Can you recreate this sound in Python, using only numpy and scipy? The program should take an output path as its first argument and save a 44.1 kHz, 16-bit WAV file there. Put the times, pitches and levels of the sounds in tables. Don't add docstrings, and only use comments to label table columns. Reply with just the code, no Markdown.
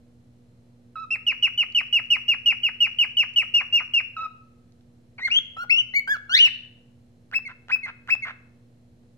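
import sys
import numpy as np
from scipy import signal
from scipy.fft import rfft, irfft, next_fast_len
from scipy.io import wavfile
from scipy.ndimage import uniform_filter1d, map_coordinates

SR = 44100
rng = np.random.default_rng(int(sys.argv[2]) if len(sys.argv) > 2 else 0)


def put_to_file(sound):
    columns = np.atleast_2d(sound).T
    safe = np.clip(columns, -1, 1)
    whole_steps = np.round(safe * 32767)
    wavfile.write(sys.argv[1], SR, whole_steps.astype(np.int16))


def elevation(decibels):
    levels = np.asarray(decibels, float)
    return 10 ** (levels / 20)


N = 404397


def curve(table, at, column=1):
    table = np.array(table, float)
    return np.interp(np.log(np.maximum(at, 1)), np.log(table[:, 0]), table[:, column])


def walk(rate_hz, size=N):
    span = int(SR / rate_hz)
    x = rng.standard_normal(size + 2 * span)
    x = uniform_filter1d(uniform_filter1d(x, span), span)[span:-span]
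    return x / x.std()


def ring(x, hz, width_hz):
    return signal.lfilter(*signal.iirpeak(hz, hz / width_hz, SR), x)


def add(out, start_s, x):
    i = int(start_s * SR)
    out[i:i + len(x)] += x[:N - i]


def clock(length_s):
    return np.arange(0, length_s, 1 / SR)


def whistle(hz, db, second_db, third_db=-42, slope_db=-3.0, share=0.52, effort=0.1):
    size = len(hz)
    t = np.arange(size) / SR
    jitter, shimmer_db = 0.0035, 1.17
    phase = 2 * np.pi * np.cumsum(hz * (1 + jitter * walk(270, size))) / SR
    x = np.sin(phase) + elevation(second_db + 2.5 * walk(110, size)) * np.sin(2 * phase + 1)
    for k in range(3, 12):
        over_db = third_db + slope_db * (k - 3) + share * (second_db + 29) + effort * (db - db.max())
        level = elevation(over_db + 3.5 * walk(110, size)) * (k * hz < 17000)
        x = x + level * np.sin(k * phase + k * k + .045 * k * walk(900, size))
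    x = x + elevation(-56.5) * np.sin(phase) * walk(2500, size)
    edge = np.clip(np.minimum(t / .003, (t[-1] - t) / .005), 0, 1)
    return np.sqrt(2) * x * elevation(db + shimmer_db * walk(120, size)) * np.sin(np.pi / 2 * edge) ** 2


def rasp(length_s, db, hz, width_hz, breath):
    size = int(length_s * SR)
    rate_hz, bright_db = 330, -27
    slaps = (rng.random(size) < rate_hz / SR) * elevation(1.7 * rng.standard_normal(size))
    slaps = slaps * np.sqrt(SR / rate_hz)
    swell = np.sin(np.pi * np.arange(size) / size) ** 0.55
    drive = np.pad((slaps + breath * rng.standard_normal(size)) * swell, (0, 200))
    throat = ring(ring(drive, hz, width_hz), hz, 1.5 * width_hz)
    x = throat + elevation(bright_db) * ring(ring(drive, 5300, 6000), 4900, 9000)
    x = signal.sosfilt(signal.butter(2, 3200, fs=SR, output="sos"), x)
    return x * elevation(db) / x.std()


# start_s, length_s, start_hz, bend (power of the fall), level_db
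CHIRPS = [(1.104, .063, 2530, 5.0, -21.5), (1.265, 0.068, 2988, 3.0, -17.5), (1.424, 0.062, 2943, 3.0, -16),
          (1.575, 0.069, 3058, 4.0, -17.5), (1.747, 0.072, 3043, 3.1, -15.5),
          (1.925, .079, 2903, 3.8, -16.5), (2.102, 0.073, 2970, 2.8, -14.5),
          (2.28, 0.072, 2876, 3.5, -16.5), (2.458, 0.077, 2930, 4.0, -16), (2.631, 0.069, 2992, 3.2, -16),
          (2.803, 0.076, 2922, 3.6, -16), (2.985, 0.071, 3004, 3.7, -15.5), (3.168, .077, 3030, 3.4, -15),
          (3.359, 0.078, 3024, 3.0, -14.5), (3.538, 0.087, 2755, 3.5, -16.5),
          (3.724, 0.088, 2727, 4.5, -17), (3.935, 0.078, 2978, 5.1, -17)]
# time_s, pitch_hz
CHIRP_PLATEAU = [(1.1, 2779), (1.27, 2853), (1.6, 2916), (2.3, 2848), (3.2, 2908), (3.72, 2867),
                 (3.94, 2777)]


def chirps(out):
    settle_s, end_hz = .01, 1347
    for s, length, start_hz, bend, db in CHIRPS:
        t = np.arange(int(length * SR)) / SR
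        fall = (t / length) ** bend
        top_hz = np.interp(s, *np.transpose(CHIRP_PLATEAU))
        hz = top_hz + (start_hz - top_hz) * np.exp(-t / settle_s) - (top_hz - end_hz) * fall
        swell_db = -3 * np.exp(-t / 0.014) - 9 * np.exp(-t / .0025) - 34 * fall ** 1.217
        add(out, s, whistle(hz, db + swell_db, -30 - 7 * fall, -35, -1.0, effort=0.36))
        add(out, s + length - .016, rasp(.016, db - 29, 1300, 1000, 0.6))


# third_db (below the first), slope_db per overtone,
# share that follows the second, share that follows effort
TONE = dict(low=(-31.5, -6.5, 0.18, .1), arch=(-34.5, -1.5, 0.5, 0.1), scoop=(-36.5, -1, 0.3, 0.24),
        drop=(-38, -3.5, 1.1, 0.44), slide=(-42.5, -2.8, 1.2, .2), shriek=(-36.5, -4.5, 0.46, -0.36))
# start_s, length_s, pitch_hz, level_db, beak_opening_db
LOWS = [
    (.955, .095, 1297, -37.5, -5),
    (4.165, 0.1034, 1293, -33.5, 3),
]


def lows():
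    for s, length, hz, db, beak_db in LOWS:
        t = clock(length)
        settle = np.exp(-t / 0.0067)
        waver_hz = -22 * np.sin(2 * np.pi * 13 * t)
        yield s + t, hz + 80 * settle + waver_hz, db + 1 * settle, beak_db, TONE["low"]


# start_s, length_s, top_hz, top_at (share of the length), end_hz
ARCHES = [(5.565, .078, 1435, 0.83, 1390), (5.936, .065, 2259, .5, 2150), (6.073, .093, 1710, .52, 1245)]
ARCH_DB = [-31, -20, -21]


def arches():
    start_share = .91
    rise_db, fall_db = 89.5, 55.5
    for (s, length, top_hz, top_at, end_hz), db in zip(ARCHES, ARCH_DB):
        t = clock(length)
        way = t / length - top_at
        rise = np.sin(np.pi / 2 * np.minimum(way, 0) / top_at) ** 2
        fall = (np.maximum(way, 0) / (1 - top_at)) ** 1.6
        hz = top_hz * (1 - (1 - start_share) * rise) - (top_hz - end_hz) * fall
        push_db = np.where(way < 0, rise_db, fall_db) * np.log(hz / top_hz)
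        yield s + t, hz, db + push_db, -5, TONE["arch"]


# start_s, length_s, top_hz, level_db, sag_db per s after the top
SCOOPS = [(7.321, .073, 2640, -20, 330), (7.694, .065, 2578, -16, 30), (8.081, .069, 2634, -16, 40.5)]


def scoops():
    from_hz, rise_s, arch_hz, soft_db, fade_s = 1430, .031, 130, -29, 0.0096
    for s, length, top_hz, db, sag_db in SCOOPS:
        t = clock(length)
        rise = np.minimum(t / rise_s, 1)
        fade = np.maximum(1 - (length - t) / fade_s, 0)
        hz = from_hz + (top_hz - from_hz) * np.sin(np.pi / 2 * rise ** 1.6) ** 2
        hz = hz - arch_hz * ((t - .048) / .022) ** 2 * (rise == 1)
        swell_db = soft_db * (1 - np.minimum(t / .045, 1)) ** 1.7
        level_db = db + swell_db - 18 * fade - sag_db * np.maximum(t - .042, 0)
        yield s + t, hz, level_db, -2.5, TONE["scoop"]


# start_s, length_s, start_hz, end_hz, level_db
DROPS = [(7.451, .033, 2272, 2010, -34.5), (7.83, 0.035, 2198, 1952, -32), (8.221, .034, 2231, 2016, -30)]


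def drops():
    for s, length, start_hz, end_hz, db in DROPS:
        t = clock(length)
        way = t / length
        hz = start_hz + (end_hz - start_hz) * way ** 1.5
        yield s + t, hz, db - 4 * (1 - way) ** 3, -2.5, TONE["drop"]


# time_s, pitch_hz, level_db
SLIDES = [
    [(5.18, 2330, -44.5), (5.214, 1839, -38.5), (5.236, 2104, -30), (5.258, 2148, -22.5),
     (5.272, 2030, -29.5), (5.283, 1420, -35.5), (5.292, 1400, -42.5)],
    [(5.298, 2113, -45), (5.307, 2340, -29.5), (5.322, 2799, -20), (5.358, 3020, -19), (5.372, 3266, -14),
     (5.392, 3356, -17.5)],
    [(5.694, 2123, -30), (5.701, 2088, -18.5), (5.708, 2570, -15.5), (5.722, 2698, -15.5),
     (5.762, 2761, -24), (5.79, 3035, -15), (5.817, 2874, -20)],
]
# time_s, pitch_hz, level_db, beak_opening_db (on the second overtone)
SHRIEK = [(6.293, 1367, -34, 9), (6.33, 1539, -27.5, 15.5), (6.352, 1829, -19.5, 25),
          (6.378, 2134, -19.5, 19.5), (6.394, 2707, -13.5, 3.5), (6.41, 3041, -13, 0), (6.45, 2882, -11, 0),
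          (6.476, 2450, -24.5, -0.5), (6.489, 1523, -37, -9)]


def slides():
    for rows, tone in [(slide, "slide") for slide in SLIDES] + [(SHRIEK, "shriek")]:
        s, hz, db, *beak_db = np.transpose(rows)
        t = np.arange(s[0], s[-1], 1 / SR)
        smooth = lambda c: uniform_filter1d(np.interp(t, s, c), size=200, mode="nearest")
        yield t, smooth(hz), smooth(db), sum(smooth(c) for c in beak_db), TONE[tone]


# start_s, end_s, rate_hz, depth_hz, slip_db (dip at each slip)
WARBLE = (6.322, 6.401, 78.5, 190, 9)
# width_s, drop (share of pitch), dip_db
BREAK = (.0022, .05, 5)
# pitch_hz, level_db (below the first)
SECOND = [(1300, -13), (1700, -16), (2100, -22), (2600, -26), (3300, -32)]


def note_voice(t, hz, db, beak_db, tone):
    start, end, rate_hz, depth_hz, slip_db = WARBLE
    shake = np.clip((t - start) / (end - start), 0, 1) * np.clip((end - t) / 0.0052, 0, 1)
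    turn = 2 * np.pi * rate_hz * (t - start)
    sway = -np.cos(turn - np.pi / 4) - .35 * np.sin(2 * turn)
    width, drop, dip_db = BREAK
    gap = sum(np.exp(-((t - tick[0]) / width) ** 2) for tick in TICKS)
    level_db = db - slip_db * shake * np.maximum(np.cos(turn), 0) - dip_db * gap
    pitch_hz = (hz + depth_hz * shake * sway) * (1 - drop * gap)
    return whistle(pitch_hz, level_db, curve(SECOND, hz) + beak_db, *tone)


# (throat_hz, throat_width_hz, breath against slaps),
# then rows of start_s, length_s, level_db
RASPS = [
    ((1040, 1100, 3.0), [(.955, .03, -61), (4.169, 0.11, -56.5), (5.277, 0.01343, -49.5), (5.563, 0.016, -50.5), (5.632, .022, -50.5), (5.936, 0.0093, -56.5), (6.077, .02, -49), (6.299, .017, -55.5)]),
    ((1390, 880, 1.6), [(3.6, .03, -42), (3.8, .029, -42.5), (5.181, .03, -47)]),
    ((2340, 470, 4.0), [(5.179, .018, -48.5), (5.192, 0.013, -49.5)]),
    ((1590, 1320, 1.5), [(7.323, 0.03, -46), (7.691, .023, -39.5), (8.083, 0.021, -39)]),
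    ((1600, 1120, 1), [(7.477, 0.049, -46.5), (7.858, .05, -40.5), (8.248, .07, -38)]),
]


def rasps(out):
    for throat, rows in RASPS:
        for s, length, db in rows:
            add(out, s, rasp(length, db, *throat))


# start_s, peak_db, ring_hz
TICKS = [(1.724, -44, 3700), (1.874, -51.5, 4040), (2.062, -52, 5000), (3.338, -47.5, 5500),
         (4.722, -55.5, 4440), (4.809, -57, 2300), (5.311, -43.5, 1202), (5.334, -43.5, 4100),
         (5.357, -38, 1490), (5.388, -33, 1605), (5.567, -44, 900), (5.643, -48, 1504),
         (5.734, -36.5, 1489), (5.757, -46.5, 1530), (5.781, -33.5, 1510), (5.81, -39.5, 1560),
         (5.938, -38.5, 1300), (6.001, -48.5, 1318), (6.076, -37.5, 1000), (6.167, -33, 1200),
         (6.473, -29, 1416), (7.314, -38.5, 1580), (7.39, -36, 1325), (7.684, -34.5, 1460),
         (7.76, -31, 1324), (8.075, -35, 1760), (8.151, -30, 1427), (9.035, -55, 399)]


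def ticks(out):
    for s, db, hz in TICKS:
        age = np.arange(260)
        snap = rng.standard_normal(len(age)) * np.exp(-age / 40) * np.minimum(age / 12, 1)
        tick = ring(ring(snap, hz, .8 * hz), hz, 1.7 * hz) + .012 * ring(snap, 4500, 2000)
        add(out, s, elevation(db) * tick / np.abs(tick).max())


def bird():
    out = np.zeros(N)
    chirps(out)
    for kind in (lows, arches, scoops, drops, slides):
        for note in kind():
            add(out, note[0][0], note_voice(*note))
    rasps(out)
    ticks(out)
    return out


# delay_ms, level_db
ECHOES = [
    [(1.5, -23.5), (4, -20), (8.8, -10.5), (11.2, -16.5), (22, -16)],
    [(1.5, -21.5), (3.9, -19.5), (16, -15.5), (22.8, -16.5), (28, -19)],
]
# centre_hz, t60_s
ROOM = [(500, .8), (1400, 0.53), (2800, 0.51), (6000, 0.42), (12000, 0.22)]


def walls():
    t = np.arange(int(.9 * SR)) / SR
    edges_hz = [100, 900, 2000, 4100, 8500, 20000]
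    tail = 0
    for (_, t60), lo, hi in zip(ROOM, edges_hz, edges_hz[1:]):
        sos = signal.butter(2, [lo, hi], "band", fs=SR, output="sos")
        tail = tail + signal.sosfilt(sos, rng.standard_normal((2, len(t)))) * elevation(-60 * t / t60)
    tail = tail * np.clip((t - .004) / 0.022, 0, 1) * elevation(-13) / np.sqrt(0.024 * SR)
    for ear, echoes in zip(tail, ECHOES):
        for ms, db in echoes:
            ear[int(ms * SR / 1000)] += elevation(db)
    return tail


# time_s, lag_ms (right behind left), pan_db (left minus right), facing (the phone, 0-1)
HEAD = [(.95, .04, -4.5, .05), (4.1, .076, -2.5, .05), (5.25, .11, -1.5, 0.5), (5.649, .21, -1, .8),
        (5.85, .17, 0.1, 1), (6.148, 0.19, -2, .9), (6.451, .16, -0.5, 0.4), (7.299, 0.11, -5, .9),
        (8.301, .13, -3.5, 0.8)]


def beam(voice):
    t = np.arange(N) / SR
    s, *columns = np.transpose(HEAD)
    lag_ms, pan_db, facing = (np.interp(t, s, c) for c in columns)
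    treble = signal.sosfiltfilt(signal.butter(3, 12300, "high", fs=SR, output="sos"), voice)
    voice = voice + (elevation(9 * facing) - 1) * treble
    lean_hz, lean_width_hz, lean_db = 2610, 610, 7
    band = signal.filtfilt(*signal.iirpeak(lean_hz, lean_hz / lean_width_hz, SR), voice)
    left = voice + (elevation(lean_db * facing / 2) - 1) * band
    right = voice + (elevation(-lean_db * facing / 2) - 1) * band
    late = map_coordinates(right, [np.arange(N) - lag_ms * SR / 1000], order=3)
    direct = np.array([left * elevation(pan_db / 2), late / elevation(pan_db / 2)])
    return direct, voice * elevation(-3.5 * facing)


# freq_hz, left_db, right_db
COLOUR = [(490, 1.5, 2.5), (3350, 2, -1), (4173, 4, 4), (6100, -4, 2), (8900, -13.5, -3), (9540, -29, -22),
          (10100, -27, -16.5), (11050, -18.5, -3), (12800, -3, -6), (14710, -9, -11), (15600, 2.5, -6.5)]


def microphones(heard):
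    size = next_fast_len(N)
    hz = np.fft.rfftfreq(size, 1 / SR)
    colour = elevation(np.array([curve(COLOUR, hz, column=1), curve(COLOUR, hz, column=2)]))
    return irfft(rfft(heard, size) * colour, size)[:, :N]


# freq_hz, level_db
HUM = [(80.7, -75), (109.5, -69), (119.9, -61), (240.1, -60.5), (360, -75.5), (480, -74.5), (4059, -94.5),
       (4118, -92), (4177, -93.5)]
# freq_hz, density_db (per Hz)
HISS = [(15, -46.5), (35, -32), (65, -15.5), (110, -10), (144, -15), (260, -20.5), (392, -29), (500, -24.5),
        (640, -28.5), (1000, -39.5), (2000, -42.5), (7000, -49.5), (12600, -55.5), (13600, -72.5),
        (15800, -80)]
# freq_hz, likeness (0-1)
LIKENESS = [(60, 0.8), (130, 1), (290, 0.8), (640, 0.3), (1410, 0), (3100, 0.08), (6820, 0.2), (15000, 0.3)]
# freq_hz, lean_db (left minus right)
LEAN = [(60, 1.5), (250, -3.5), (700, -2), (1500, -1), (4400, 1)]


def background():
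    hz = np.fft.rfftfreq(N, 1 / SR)
    like = np.clip(curve(LIKENESS, hz), 0, 1)
    noise = rfft(rng.standard_normal((2, N))) * elevation(curve(HISS, hz))
    mid, side = noise * np.sqrt([1 + like, 1 - like])
    lean = elevation(curve(LEAN, hz) / 2)
    hiss = irfft(np.array([(mid + side) * lean, (mid - side) / lean]), N)
    out = hiss * elevation(-59) / hiss.std()
    t = np.arange(N) / SR
    for f, db in HUM:
        line = np.sin(2 * np.pi * (f * t + .04 * walk(4.9)))
        line = line * np.sqrt(2) * elevation(db + 0.88 * walk(15))
        out += line * elevation(curve(LEAN, f) * np.array([[.5], [-.5]]))
    return out


def scene():
    direct, to_walls = beam(bird())
    echoed = signal.fftconvolve(to_walls[None], walls(), axes=1)[:, :N]
    return microphones(direct + echoed) + background()


def band_limit(x):
    return signal.sosfilt(signal.butter(12, 15950, fs=SR, output="sos"), x)


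def record(dry):
    return band_limit(dry - .0007)


dry = scene()
out = record(dry)
put_to_file(out)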